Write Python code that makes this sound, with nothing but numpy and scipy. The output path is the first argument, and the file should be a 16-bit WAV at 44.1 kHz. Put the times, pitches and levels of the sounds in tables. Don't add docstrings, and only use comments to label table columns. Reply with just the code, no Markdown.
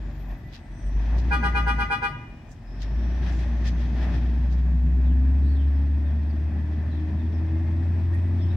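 import sys
import numpy as np
from scipy import signal
from scipy.fft import rfft, irfft, next_fast_len
from scipy.io import wavfile
from scipy.ndimage import uniform_filter1d, map_coordinates

SR = 44100
rng = np.random.default_rng(int(sys.argv[2]) if len(sys.argv) > 2 else 0)


def store_wav(level_fs):
    pcm = np.round(np.clip(np.atleast_2d(level_fs), -1, 1) * 32767)
    wavfile.write(sys.argv[1], SR, pcm.T.astype(np.int16))


N = 377496
TIME = np.arange(N) / SR

# start [t/s], relative level [dB]
HORN_TOOTS = [(1.297, 2), (1.416, 1.5), (1.534, 1), (1.653, 1.5), (1.772, 0.5), (1.889, 2), (2.009, 1)]
# [f/Hz], level before trim [dB]
HORN_BUZZ = [(3600, -53), (5000, -56.5), (6000, -63.5), (6800, -70), (9500, -67), (11500, -78),
             (13500, -75), (15700, -79)]


def amp(db):
    return 10 ** (np.asarray(db) / 20)


def unit(x):
    return x / np.sqrt(np.mean(x ** 2) + 1e-20)


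def along(points, hz):
    f, v = np.transpose(points)
    return np.interp(np.log(hz + 1), np.log(f + 1), v)


def curves(rows):
    s, *cols = np.transpose(rows)
    return [np.interp(TIME, s, c) for c in cols]


def wobble(rate_hz, size=N):
    steps = np.arange(0, size * rate_hz / SR + 1, 1 / 10)
    knots = rng.standard_normal(int(steps[-1]) + 3)
    return np.interp(TIME[:size] * rate_hz, steps, map_coordinates(knots, [steps]))


def swell(peak_s, half_s):
    return np.exp(-((TIME - peak_s) / half_s) ** 2)


def later(x, delay_s):
    return np.roll(x, int(max(delay_s, 0) * SR), axis=-1)


def filtered(x, response):
    m = next_fast_len(N + SR // 2)
    return irfft(rfft(x, m) * response(np.fft.rfftfreq(m, 1 / SR)), m)[..., :N]


def angle(hz):
    return 2 * np.pi * np.cumsum(hz) / SR


def tone(phase):
    return np.sqrt(2) * np.sin(phase + rng.uniform(0, 2 * np.pi))


def fuzzy(hz, width_hz):
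    smooth = signal.butter(2, width_hz / 2, fs=SR, output="sos")
    a, b = signal.sosfilt(smooth, rng.standard_normal((2, 2, len(hz))))
    return unit(a * np.cos(angle(hz)) + b * np.sin(angle(hz)))


def glides(rows, width_hz):
    out = np.zeros((2, N + SR))
    for s, length_s, start_hz, end_hz, db in rows:
        u = np.linspace(0, 1, int(length_s * SR))
        band = fuzzy(start_hz + (end_hz - start_hz) * u, width_hz)
        out[:, int(s * SR):][:, :len(u)] += amp(db + 6) * np.sin(np.pi * u) * band
    return out[:, :N]


def rush(spectrum):
    # [f/Hz], left-right correlation [1]
    alike = [(60, 0.93), (290, 0.99), (640, 0.71), (1400, 0.47), (3100, 0.34), (6800, 0.041)]
    # [f/Hz], left minus right [dB]
    side_lean = [(60, -1), (110, 1.5), (200, 0.5), (380, 1.5), (700, 3.5), (1290, 5), (2380, 3), (4400, 1),
                 (8120, -2.5), (15000, 0.5)]
    m = next_fast_len(N, real=True)
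    hz = np.fft.rfftfreq(m, 1 / SR)
    turn = np.arccos(np.clip(along(alike, hz), -1, 1)) / 2
    shaped = rfft(rng.standard_normal((2, m))) * amp(along(spectrum, hz))
    mid, side = shaped * [np.cos(turn), np.sin(turn)]
    lean = amp(along(side_lean, hz) / 2)
    return unit(irfft([(mid + side) * lean, (mid - side) / lean], m)[:, :N])


def throb(phase, depth):
    return unit(np.exp(depth * np.cos(phase)))


def street(x):
    # [f/Hz], t60 [s]
    decay = [(200, 1.6), (1500, 0.59), (2400, 1.1), (2900, 1.35), (4000, 0.31), (6000, 0.13),
             (12000, 0.038)]
    hz, t, z = signal.stft(rng.standard_normal((2, SR)), SR, nperseg=256)
    t60_s = np.maximum(along(decay, hz), .02)[:, None]
    tail = signal.istft(z * amp(-60 * t / t60_s), SR, nperseg=256)[1]
    return signal.fftconvolve(x, tail / np.linalg.norm(tail[0]), axes=1)[:, :N]


def air():
    # [f/Hz], relative density [dB per Hz]
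    spectrum = [(30, 18.5), (200, 21.5), (1000, 15.5), (4000, 7), (7000, 4), (11000, -5.5), (15700, -6)]
    return amp(-65.0) * rush(spectrum)


def birds():
    chirps = [(4.76, 0.056, 4600, 3806, -77), (5.03, .11, 4200, 2614, -68), (5.41, 0.11, 3995, 3900, -71.5),
              (5.44, 0.15, 4670, 4030, -68), (5.54, .11, 3880, 2770, -65.5),
              (5.73, 0.059, 5396, 4907, -73.5), (6.04, 0.075, 3920, 3195, -67.5),
              (6.29, .03, 5200, 4240, -67), (6.9, 0.065, 4415, 3062, -66), (6.93, 0.08, 4270, 2955, -67),
              (7.17, .07, 3892, 3300, -69.5), (7.32, 0.086, 5520, 5020, -71), (8.38, .11, 3800, 2762, -64),
              (8.48, 0.067, 3593, 3883, -65)]
    calls = glides(chirps, width_hz=320)
    return calls + amp(-8.0) * street(calls)


def coasting():
    # from [t/s], to [t/s]
    spans = [(.37, 0.726), (1.89, 2.66)]
    pedal_s = 0.076
    return sum(np.clip(np.minimum(TIME - start, end - TIME) / pedal_s + .5, 0, 1) for start, end in spans)


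def pulling(firing_hz):
    full_pull_hz_per_s, ends_hz, fade_hz = 30, 57.8, 6
    climb_hz_per_s = uniform_filter1d(np.gradient(firing_hz) * SR, size=SR // 8)
    return np.clip(climb_hz_per_s / full_pull_hz_per_s, 0, 1) * np.clip((ends_hz - firing_hz) / fade_hz, 0, 1)


def level(law, firing_hz):
    # [t/s], level [dB]
    leaving = [(4.2, 2), (4.75, -4), (6.3, -7), (8.56, -10)]
    cruise_hz = 60
    cruise_db, octave_db, share, coast_db, pull_db = law
    away_db, = curves(leaving)
    effort_db = coast_db * coasting() + pull_db * pulling(firing_hz)
    return cruise_db + octave_db * np.log2(firing_hz / cruise_hz) + share * away_db + effort_db


def hiss_and_rustles(firing_hz):
    law = (-61.5, 22.5, 1.44, -0.5, 0.5)
    rustles = [(0.315, 0.031, -66), (.555, 0.04, -58), (1.04, 0.05, -57), (2.84, .035, -57.5),
               (3.173, 0.04, -62.5), (3.275, .055, -50.5), (3.417, 0.043, -55.5), (3.67, 0.024, -47),
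               (3.817, 0.048, -54.5), (4.03, 0.076, -52), (4.149, .04, -52.5)]
    # [f/Hz], relative density [dB per Hz]
    spectrum = [(500, -18), (1200, -3.5), (1450, -0.5), (1850, 6.5), (2200, -0.5), (2550, 1.5),
                (2900, -2.5), (3300, 0.5), (4200, -5.5), (5700, -7), (6800, -22.5), (9000, -26),
                (15000, -38)]
    hiss_power = amp(level(law, firing_hz)) ** 2
    rustle_power = sum((amp(db) * swell(s, half_s)) ** 2 for s, half_s, db in rustles)
    trim_db, flutter_db = 4.5, 1.2 * wobble(60)
    return np.sqrt(hiss_power + rustle_power) * amp(trim_db + flutter_db) * rush(spectrum)


def scuffs():
    strokes = [(0.55, .018, 2220, 5600, -49), (1.191, 0.013, 2590, 6380, -49.5),
               (2.518, 0.016, 5500, 7300, -59), (2.826, .011, 2500, 6000, -46),
               (3.374, 0.086, 3780, 7500, -58.5), (3.676, 0.018, 2680, 6400, -45),
               (3.802, .012, 2960, 6940, -60), (4.529, .016, 2890, 6061, -54),
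               (8.149, .014, 4623, 11600, -65.5)]
    out = np.zeros((2, N))
    n = SR // 2
    hz, t = np.fft.rfftfreq(n, 1 / SR), TIME[:n] - TIME[n // 2]
    for s, half_s, low_hz, high_hz, db in strokes:
        grit = rng.standard_normal((2, n)) * amp(4 * wobble(700, size=n))
        highpass = 1 - 1 / (1 + (hz / low_hz) ** 6)
        lowpass = amp(-27.5) + 1 / (1 + (hz / high_hz) ** 10)
        stroke = amp(db) * np.hanning(n) / (1 + (t / half_s) ** 2)
        out[:, int(s * SR) - n // 2:][:, :n] += stroke * unit(irfft(rfft(grit) * highpass * lowpass, n))
    return out


def swing(t, lag_s, rise_s, hold_s, t60_s):
    total = 0
    for s, db in HORN_TOOTS:
        age_s = np.maximum(t - s - lag_s, 0)
        ring_db = -60 * np.maximum(age_s - hold_s, 0) / t60_s
        total = total + amp(db + ring_db) * (1 - np.exp(-(age_s / rise_s) ** 2))
    return total


def diaphragm(pitch_hz, partials, body, edge, count=32):
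    # [f/Hz], [rad]
    left_lead = [(400, 1), (810, 0.84), (970, -2.2), (1450, -1.44), (1940, -2.25), (2430, 0.68),
                 (2900, -1.6)]
    n = len(body)
    phase = angle(pitch_hz * (1 + .003 * wobble(60, size=n)))
    out = np.zeros((2, n))
    for k, (_, left_db, right_db, lag_s) in enumerate(partials, 1):
        start = k * phase + rng.uniform(0, 2 * np.pi)
        size = np.sqrt(2) * later(body, lag_s) * amp(1.2 * wobble(26, size=n))
        left = amp(left_db) * np.sin(start + along(left_lead, k * pitch_hz))
        out += size * [left, amp(right_db) * np.sin(start)]
    for k in range(len(partials) + 1, count + 1):
        flutter_db = rng.normal(0, 2, (2, 1)) + 3 * wobble(25, size=n)
        gain = amp(along(HORN_BUZZ, k * pitch_hz) - 1.5 + flutter_db)
        out += edge * gain * [tone(k * phase), tone(k * phase)]
    return out


def horn():
    # harmonic [1], left and right level before trim [dB],
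    # lag of strongest path [s]
    low_partials = [(1, -42.5, -50.5, 0.0021), (2, -27.5, -33.5, 0.0067), (3, -27, -35, 0.024),
                    (4, -29.5, -30.5, 0.0047), (5, -42, -41.5, 0.0026), (6, -33.5, -36, 0.011),
                    (7, -65, -49, 0.014), (8, -48, -58, 0.014)]
    high_partials = [(1, -61, -41, 0.0011), (2, -40, -27.5, 0.0072), (3, -29, -27, 0.0072),
                     (4, -34.5, -42, 0.021), (5, -36, -41, 0.01), (6, -40.5, -43, 0.02),
                     (7, -47.5, -50, 0.024), (8, -61, -59, 0.013)]
    # echo delay [s], level [dB]
    walls = [(.097, -16), (.18, -31), (.275, -36)]
    live = (TIME > HORN_TOOTS[0][0]) & (TIME < HORN_TOOTS[-1][0] + .5)
    body = swing(TIME[live], lag_s=-0.00071, rise_s=0.011, hold_s=0.047, t60_s=.11)
    edge = swing(TIME[live], lag_s=0.0042, rise_s=0.023, hold_s=0.042, t60_s=0.21)
    low = diaphragm(405.5, low_partials, body, edge)
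    high = diaphragm(485.1, high_partials, body, edge)
    direct = np.zeros((2, N))
    direct[:, live] = amp(-2.0) * (low + high)
    direct[:, live] += amp(-50.5) * edge * rush(HORN_BUZZ)[:, live]
    echoes = sum(amp(db) * later(direct[::-1], delay_s) for delay_s, db in walls)
    dull_echoes = filtered(echoes, lambda hz: 1 / (1 + (hz / 3800) ** 4))
    return direct + dull_echoes + amp(-18) * street(direct)


def squeals():
    rows = [(0, 1.18, 1992, 1960, -69), (.08, 0.37, 13400, 12900, -74.5), (.29, 0.27, 12400, 12250, -79),
            (.58, 0.42, 8307, 8270, -76.5), (1.2, 1.1, 2002, 2018, -50), (8.12, 0.061, 1859, 1868, -53),
            (8.37, 0.18, 5210, 5200, -70)]
    return glides(rows, width_hz=31)


def drivetrain(firing, firing_hz):
    # [t/s], level per gear before trim [dB]
    gear_levels = [(0, -85), (4.5, -83), (5.2, -69), (6.6, -63), (7.5, -65.5), (8.56, -69.5)]
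    # [t/s], [f/Hz]
    turbo_pitch = [(0, 7090), (.5, 6114), (.9, 5800), (1.3, 6140), (1.9, 6120), (2.65, 5110), (3.3, 5910),
                   (4.4, 6658), (5.05, 6930), (5.5, 7990), (6.6, 9687)]
    # [f/Hz], level [dB]
    cowling = [(195, -62), (213, -43.5), (230, -47.5), (244, -38), (270, -43), (293, -48.5), (309, -41.5),
               (328, -46)]
    # [f/Hz], level [dB]
    intake = [(5200, -63.5), (5850, -66), (6250, -70), (6650, -79.5), (7000, -77.5), (8000, -79.5),
              (9000, -85), (9600, -92.5)]
    # start [t/s], length [s], start and end [f/Hz],
    # level 6 dB under mid-glide [dB]
    second_whistle = [(7.05, 2.3, 7030, 9000, -86)]
    gear_db, = curves(gear_levels)
    turbo_hz, = curves(turbo_pitch)
    fan_order, gear_orders = 3.87, (22.8, 25.4)
    blades = tone(fan_order * firing + .2 * wobble(14))
    fan = amp(along(cowling, fan_order * firing_hz) + 2.2 * wobble(8.1)) * blades
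    gears = sum(amp(gear_db + 1.0 + 1.7 * wobble(13.0)) * fuzzy(order * firing_hz, width_hz=22)
                for order in gear_orders)
    turbo_coast_db = -14.5
    turbo_db = along(intake, turbo_hz) + turbo_coast_db * coasting() + 1.3 * wobble(7.3)
    turbo = amp(turbo_db) * fuzzy(turbo_hz, width_hz=340)
    return fan + gears + turbo + glides(second_whistle, width_hz=430)


def exhaust_level(firing_hz, coast_db):
    # firing rate [f/Hz], level before side gain [dB]
    pipe = [(42, -36.5), (47, -37), (51, -33), (54, -28), (57.5, -22.5), (60, -23.5), (64, -17), (70, -19),
            (76, -25), (79.5, -26.5), (81.5, -24.5), (86, -22)]
    pull_db = 6
    return along(pipe, firing_hz) + pull_db * pulling(firing_hz) + coast_db * coasting()


def boom(hz):
    resonances = [(234, 7, 5.5)]
    return sum(db / (1 + ((hz - centre) / width) ** 2) for centre, width, db in resonances)


def engine(firing, firing_hz):
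    # peak [t/s], half length [s], change of clatter, rumble, exhaust note [dB]
    surges = [(0.313, .04, 6, 0.5, 4), (0.961, 0.029, 1, 4, 8.5), (1.125, 0.13, 3.5, 1.5, 2.5),
              (3.288, 0.06, 4, -0.5, 0.5), (3.62, .2, 0.5, -0.5, 1), (4.065, 0.13, 4.5, 2, 1),
              (5, 0.21, 1, 3.5, -0.5), (5.45, 0.057, -1, 3.5, 1)]
    # cruise level (clatter before trim) [dB], slope [dB/octave of speed],
    # share of leaving loss [1], coasting [dB], pulling [dB]
    rumble_law = (-36, 20, 0.97, -1, -1.5)
    clatter_law = (-51.5, 18, 1, -0.5, 0.5)
    # [f/Hz], relative density [dB per Hz]
    rumble_spectrum = [(25, -27), (45, -4), (75, 4.5), (115, 1), (160, -1), (203, -3.5), (238, 2),
                       (275, -6.5), (320, -6.5), (400, -14), (500, -28.5), (800, -51), (2000, -100)]
    clatter_spectrum = [(200, -25), (430, -7), (505, -9), (585, 2), (690, -0.5), (850, -2.5), (1100, -8),
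                        (1400, -13), (1800, -4.5), (2200, -16), (2550, -11), (2900, -31.5), (3500, -33),
                        (8000, -45.5)]
    # multiple of firing rate [1], level re rumble before side gain [dB]
    orders = [(1.5, -14), (2, -13.5), (2.5, -12), (3, -13)]
    # start [t/s], length [s], start and end [f/Hz],
    # level 6 dB under mid-glide [dB]
    drumming = [(3.75, 2, 155.3, 160.1, -42.5)]
    clatter_db, rumble_db, note_db = sum(np.outer(dbs, swell(s, half_s)) for s, half_s, *dbs in surges)
    clatter_db = clatter_db + level(clatter_law, firing_hz)
    rumble_db = rumble_db + level(rumble_law, firing_hz)
    note_db = note_db + exhaust_level(firing_hz, coast_db=-11)
    idle = np.clip((56 - firing_hz) / 12, 0, 1)
    chug_db, stumble_db = 5 * idle, 6.6 * idle * wobble(20)
    overtones = 0
    for order, db in orders:
        order_db = rumble_db + chug_db + db + boom(order * firing_hz) + 3.8 * wobble(11)
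        overtones = overtones + amp(order_db) * tone(order * firing + .6 * wobble(12))
    note = amp(note_db + stumble_db + 0.25 * wobble(18)) * tone(firing)
    rumble = amp(rumble_db) * rush(rumble_spectrum) * throb(firing, depth=0.3)
    rattle = rush(clatter_spectrum) * throb(firing, depth=0.088)
    clatter = amp(clatter_db + 2.5 + 0.92 * wobble(20)) * rattle
    side_gain = amp([[.45], [-.45]])
    body = glides(drumming, width_hz=37.5)[0]
    return (note + overtones) * side_gain + rumble + clatter + body


def scene():
    # [t/s], firing rate [f/Hz]
    speed = [(0.0, 50.85), (0.62, 42.76), (0.98, 50.88), (1.28, 60.97), (1.55, 59), (1.85, 54.4),
             (2.3, 43.86), (2.64, 41.9), (3.02, 58.68), (3.2, 59.8), (3.75, 59.18), (5.03, 63.47),
             (5.42, 69.8), (5.8, 71), (6.5, 76.03), (7.1, 79.75), (8.1, 86.43), (8.56, 89.34)]
    firing_hz, = curves(speed)
    firing = angle(firing_hz * (1 + 0.0024 * wobble(12)))
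    background = air() + birds() + hiss_and_rustles(firing_hz) + scuffs()
    truck = squeals() + drivetrain(firing, firing_hz) + engine(firing, firing_hz)
    return background + horn() + truck


def record(dry):
    top_hz = 15720
    fade = np.clip(np.minimum(TIME, TIME[-1] - TIME) / .003, 0, 1)
    return signal.sosfilt(signal.ellip(14, .05, 100, top_hz, fs=SR, output="sos"), dry * fade)


dry = scene()
out = record(dry)
store_wav(out)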